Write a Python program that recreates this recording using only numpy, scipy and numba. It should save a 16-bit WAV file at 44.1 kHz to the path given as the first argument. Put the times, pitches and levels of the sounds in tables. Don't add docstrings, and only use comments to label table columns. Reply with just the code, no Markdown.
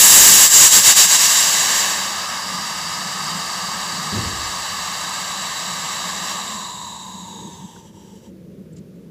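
import sys
import numpy as np
from scipy import signal
from scipy.fft import rfft, irfft, next_fast_len
from scipy.io import wavfile
from scipy.ndimage import uniform_filter1d, map_coordinates
from numba import njit

SR = 44100
rng = np.random.default_rng(int(sys.argv[2]) if len(sys.argv) > 2 else 0)


def waveform_to_disk(signal):
    frames = np.transpose(np.atleast_2d(signal))
    scaled = np.clip(frames, -1, 1) * 32767
    samples = np.round(scaled).astype(np.int16)
    wavfile.write(sys.argv[1], SR, samples)


def to_linear_factor(level_db):
    exponent = np.asarray(level_db, float) / 20
    return 10 ** exponent


N = 401310
T = np.arange(N) / SR

# f/Hz, level/dB
NIGHT_COLOUR = [(15, -64), (25, -38.5), (75, -10), (122, -12), (151, -5), (203, 0.5), (238, -22.5),
                (304, -15), (397, -19.5), (492, -22.5), (698, -46), (798, -47), (15300, -60)]
# t/s, level/dB, half width/s
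YARD_GUSTS = [
    (.05, -39, .15),
    (.3, -30.5, 0.078),
    (.6, -36, .05),
    (.77, -34, 0.032),
]
# t/s, level/dB, half width/s
HUM_SWELLS = [(2.56, -37.5, 0.095), (3.05, -38.5, 0.21), (3.33, -35.5, 0.085), (3.72, -40, 0.1),
              (4.0, -33.5, .09), (5.75, -44, 0.37), (6.15, -44.5, 0.26), (6.55, -40.5, 0.082),
              (7.22, -43, 0.14), (7.44, -36, .07), (7.62, -34.5, 0.036), (8.5, -40.5, 0.15),
              (8.75, -39, 0.079), (9.05, -41, .15)]
# t/s, level/dB, half width/s
DRONE_SWELLS = [
    (3.3, -48, 0.22),
    (4.1, -47, .3),
    (6.3, -49, .3),
    (7.43, -42, 0.095),
    (8.2, -48, 0.36),
    (8.6, -44, 0.31),
    (9.1, -48, 0.18),
]
# f/Hz, width/Hz, level/dB, rise/s, t60/s
BOOM_BANDS = [
    (68, 27, -35.5, .08, 1.9),
    (101, 30, -15.5, .07, 0.54),
    (192, 74, -26, 0.013, 0.74),
    (342, 260, -29.5, .02, 1.23),
    (87, 96, -32.5, 0.044, 2.1),
]
# t/s, level/dB, f/Hz, width/Hz, length/s
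RUSTLE_PUFFS = [
    (7.765, -52, 1500, 600, .005),
    (8.733, -56.5, 7600, 1500, 0.0068),
    (8.769, -53, 7210, 1501, .007),
    (8.77, -56, 5000, 2500, 0.0071),
    (8.786, -55, 7400, 2500, .008),
    (8.775, -62, 2600, 1800, .012),
    (8.787, -59, 4500, 3480, 0.0098),
    (8.958, -69, 7200, 2000, 0.0052),
]
# t/s, level/dB, low f/Hz, high f/Hz
WIDE_FLECKS = [(.877, -19, 7500, 9000), (1.016, -25.5, 8900, 11100), (1.411, -23.5, 7400, 8900),
               (1.596, -25, 6200, 10300), (1.805, -25.5, 4100, 7100), (2.293, -36, 6200, 9800),
               (2.943, -36, 4100, 6400), (4.081, -56, 11500, 13300), (4.383, -40, 4500, 9300),
               (4.453, -34.5, 4500, 8600), (5.823, -42.5, 4500, 5700), (7.541, -48.5, 5200, 7600)]
# delay/ms, pressure share/1
GROUND_PATHS = [
    (1.0513, 0.61),
    (1.8, 0.29),
    (.66, 0.091),
    (0.34, 0.096),
    (1.312, 0.074),
]
# t/s, gas flow level/dB, chamber pressure level/dB
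SLOW_BURN = [(1.3, -30, -30), (1.6, -27.5, -30), (1.9, -28.5, -33), (2.1, -33, -33), (2.5, -35.5, -32.5),
             (3.5, -35.5, -31.5), (5.0, -35, -34), (6.3, -35.5, -34.5), (6.5, -39.5, -35.5),
             (6.7, -48, -38), (7.1, -55.5, -43), (7.4, -58, -45.5), (7.7, -63.5, -52), (7.9, -68, -59.5),
             (8.0, -69.5, -59.5), (8.3, -69, -62.5)]
# f/Hz, level/dB
PLUME_COLOUR = [(120, -34), (200, -14.5), (249, -16.5), (461, -7), (1210, -8), (1390, -6), (1700, -4.5),
                (2450, -9), (2780, -10.5), (3390, -7), (4700, -9), (6170, -11.5), (7680, -6.5), (8410, -16),
                (15300, -22)]
# t/s, depth/dB, half width/s
PRESSURE_SAGS = [(.37, 1.5, 0.018), (.5, 10, 0.032), (.7, 9, 0.025), (.82, 7, 0.028), (.95, 8.5, 0.021),
                 (1.072, 5.5, 0.022), (1.18, 4.5, 0.017), (1.28, 3.5, 0.016), (7.83, 3.5, 0.022),
                 (7.92, 7.5, 0.021), (8.21, 4.5, .02)]
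# t/s, level/dB
JET_LEVEL = [
    (0, -7),
    (.45, -6.5),
    (.75, -6),
    (1.0, -6.5),
    (1.3, -10.5),
    (1.93, -21.5),
    (2.2, -38.5),
    (2.4, -61),
    (2.8, -130),
]
# f/Hz, level/dB
JET_COLOUR = [(18, -53.5), (30, -24), (207, -23), (502, -17.5), (1160, -10.5), (1350, -11), (1670, -9),
              (2400, -11), (3840, -7), (4260, -7), (4610, -6), (6300, -5.5), (7570, 1), (8850, -12),
              (15300, -13.5)]

CROSS_RATIO, THIRD_RATIO = 1.813, 2.6
WARM_S, BURNOUT_S, EMBER_S, FLAME_OUT_S = 2.23, 6.34, 7.28, 8.3
COOL_S, SHARPEN_S = 0.44, 0.4


def unit(x):
    return x / np.sqrt(np.mean(x ** 2))


def curves(table):
    s, *columns = np.transpose(table)
    return [np.interp(T, s, column) for column in columns]


def since(s):
    return np.maximum(T - s, 0)


def bell(s, half_s):
    return np.exp(-((T - s) / half_s) ** 2)


def dying(span_s):
    return 1 - np.exp(-since(BURNOUT_S) / span_s)


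def swell(steady_db, rows):
    power = to_linear_factor(2 * steady_db)
    power = power + sum(to_linear_factor(2 * db) * bell(s, half_s) for s, db, half_s in rows)
    return np.sqrt(power)


def walk(rate):
    hold = int(SR / rate)
    steps = np.repeat(rng.standard_normal(N // hold + 1), hold)
    slewed = uniform_filter1d(uniform_filter1d(steps, hold), hold)
    return unit(slewed[:N])


def band(x, hz, kind):
    return signal.sosfilt(signal.butter(4, hz, kind, fs=SR, output="sos"), x)


def coloured(points):
    hz, db = np.transpose(points)
    f = np.maximum(np.fft.rfftfreq(N, 1 / SR), 1)
    colour = to_linear_factor(np.interp(np.log(f), np.log(hz), db))
    return unit(irfft(rfft(rng.standard_normal(N)) * colour, N))


@njit
def svf(x, hz, width):
    y, b, l = np.empty(len(x)), 0., 0.
    for i in range(len(x)):
        g, k = np.tan(np.pi * hz[i] / SR), width[i] / hz[i]
        v = (b + g * (x[i] - l)) / (1 + g * (g + k))
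        b, l, y[i] = 2 * v - b, l + 2 * g * v, k * v
    return y


def ring(hz, width_hz):
    hz, width = hz + 0 * T, width_hz + 0 * T
    once = svf(rng.standard_normal(N), hz, width)
    return svf(once, hz, width) * np.sqrt(2 * SR / (np.pi * width))


def yard():
    gusts = swell(-90, YARD_GUSTS)
    hum_gain = np.hypot(swell(-44.5, HUM_SWELLS), gusts * to_linear_factor(-1.5))
    hum = ring(184 + 6 * walk(3), width_hz=54.5) * hum_gain
    drone_gain = np.hypot(swell(-52.5, DRONE_SWELLS), gusts) * to_linear_factor(-2.5)
    drone = unit(band(ring(340, width_hz=300), [270, 600], "band")) * drone_gain
    rumble_gain = np.hypot(to_linear_factor(-52), gusts * to_linear_factor(-6)) * to_linear_factor(1.0)
    rumble = band(ring(100.4, width_hz=94), 45, "high") * rumble_gain
    night = unit(band(coloured(NIGHT_COLOUR), 720, "high")) * to_linear_factor(-59)
    return hum + drone + rumble + night


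def boom():
    t = since(4.115)
    out = np.zeros(N)
    for hz, width_hz, db, rise_s, t60_s in BOOM_BANDS:
        out += ring(hz, width_hz) * to_linear_factor(db - 60 * t / t60_s) * (1 - np.exp(-t / rise_s))
    return out


def rustles():
    out = np.zeros(N)
    for s, db, hz, width_hz, length_s in RUSTLE_PUFFS:
        out += ring(hz, width_hz) * to_linear_factor(db) * bell(s, length_s)
    return out


def wide_flecks():
    out, size = np.zeros(N), 2048
    for s, db, low_hz, high_hz in WIDE_FLECKS:
        burst = band(rng.standard_normal(2 * size), [low_hz, high_hz], "band")
        burst = band(burst, [low_hz, high_hz], "band")[-size:]
        start = int(s * SR) - size // 2
        out[start:start + size] = unit(burst) * to_linear_factor(db) * np.hanning(size)
    return out * np.array([[1], [-1]])


def ground(x, sharp, dull_hz, scatter_db):
    size = next_fast_len(N + 4096)
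    f = np.fft.rfftfreq(size, 1 / SR)
    dull = sharp / (1 + (f / dull_hz) ** 2)
    echoes = sum(share * np.exp(-2j * np.pi * f * ms / 1000) for ms, share in GROUND_PATHS)
    combed = irfft(rfft(x, size) * (1 + dull * echoes), size)[:N] * to_linear_factor(-1.34)
    lag = 300 + 25 * walk(20)
    scattered = map_coordinates(x, [np.arange(N) - lag], order=3, mode="mirror")
    treble = to_linear_factor(scatter_db) * band(scattered, 4600, "high")
    return combed + treble + to_linear_factor(scatter_db - 11.5) * scattered


def chamber():
    cross_db = curves(SLOW_BURN)[1]
    cold = np.clip((WARM_S - T) / 0.57, 0, 1)
    heat = 1 - (1 - .87) * cold
    burnt, cooled, spent = since(WARM_S), dying(COOL_S), dying(SHARPEN_S)
    share = np.clip(1 - (1 - 0.5) * spent, .2, 2)

    long_hz = heat * (1273 - 24 * burnt) * (1 - (1 - 0.791) * cooled)
    long_db = cross_db + 1.3 + 2 * spent - 4 * cold
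    skirt = to_linear_factor(-4) * share * ring(.72 * long_hz, width_hz=720)
    lengthwise = ring(long_hz, 320 * share ** 1.02) + skirt
    lengthwise = lengthwise * to_linear_factor(long_db - 1.0 + 0.69 * walk(14))

    cross_hz = heat * np.maximum(4927 - 225 * burnt - 640 * since(EMBER_S), 3200)
    crosswise = ring(cross_hz, 1200 * share) * to_linear_factor(cross_db)
    grown_db = -9.5 + 2.5 * burnt + 4 * cold
    next_db = cross_db + (1 - spent) * grown_db + spent * 0.7
    upper = ring(CROSS_RATIO * cross_hz, 1250 * share) + to_linear_factor(-.6) * ring(7600, width_hz=950)
    upper = upper * to_linear_factor(next_db - 2.0)
    third = spent * ring(THIRD_RATIO * cross_hz, width_hz=1300) * to_linear_factor(cross_db - 14)
    return lengthwise + crosswise + upper + third


def plume():
    body_db = curves(SLOW_BURN)[0]
    fine_db = -42 + 0.65 * (body_db + 35.5)
    mixing = coloured(PLUME_COLOUR) * to_linear_factor(.5 * walk(30))
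    body, fine = unit(band(mixing, 7060, "low")), unit(band(mixing, 7000, "high"))
    thin = signal.lfilter(*signal.butter(1, 4000, "high", fs=SR), body)
    body = body + (to_linear_factor(4.5 * dying(COOL_S)) - 1) * thin
    air = signal.lfilter(*signal.butter(1, 8000, "high", fs=SR), fine)
    fine = fine + (to_linear_factor(-1 * dying(COOL_S)) - 1) * air
    return body * to_linear_factor(body_db + 6) + fine * to_linear_factor(fine_db + 4)


def shock_jet():
    level_db, = curves(JET_LEVEL)
    scream = coloured(JET_COLOUR) * to_linear_factor(level_db + 0.73 * walk(40) + .5 * walk(15))
    bass_db = np.clip(0.6 + 0.1 * (JET_LEVEL[0][1] - level_db), 0, 2)
    bass = signal.lfilter(*signal.butter(1, [500, 3500], "band", fs=SR), scream)
    surge = to_linear_factor(3 * bell(.6, 0.1)) - 1
    screech = signal.lfilter(*signal.iirpeak(7200, 3.0, fs=SR), scream)
    body = scream + (to_linear_factor(bass_db) - 1) * bass + surge * screech
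    treble_db = np.maximum(5.5 - 7.5 * T, -3.5)
    return band(body, 8300, "low") + band(body, 8300, "high") * to_linear_factor(treble_db)


def chuffs():
    return to_linear_factor(-sum(db * bell(s, half_s) for s, db, half_s in PRESSURE_SAGS))


def scene():
    background = yard() + boom() + rustles()
    subsonic = np.clip((T - .9) / 0.78, 0, 1)
    alight = np.clip((FLAME_OUT_S + .01 - T) / .045, 0, 1)
    slow = subsonic * alight * (plume() + chamber())
    slow = ground(slow, sharp=1.035, dull_hz=8900, scatter_db=-10)
    fast = ground(band(shock_jet(), 160, "high"), sharp=0.64, dull_hz=9000, scatter_db=-12)
    return np.tile(chuffs() * (fast + slow) + background, (2, 1))


def low_pass(x):
    return signal.sosfilt(signal.butter(12, 15600, fs=SR, output="sos"), x)


def record(dry):
    x = dry - 0.45 * signal.lfilter(*signal.iirpeak(8350, 9.0, fs=SR), dry)
    x = x / (1 + np.abs(x / .86) ** 5.3) ** (1 / 4)
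    x = signal.sosfilt(signal.ellip(10, .2, 70, 15460, fs=SR, output="sos"), x)
    return low_pass(x + wide_flecks())


dry = scene()
out = record(dry)
waveform_to_disk(out)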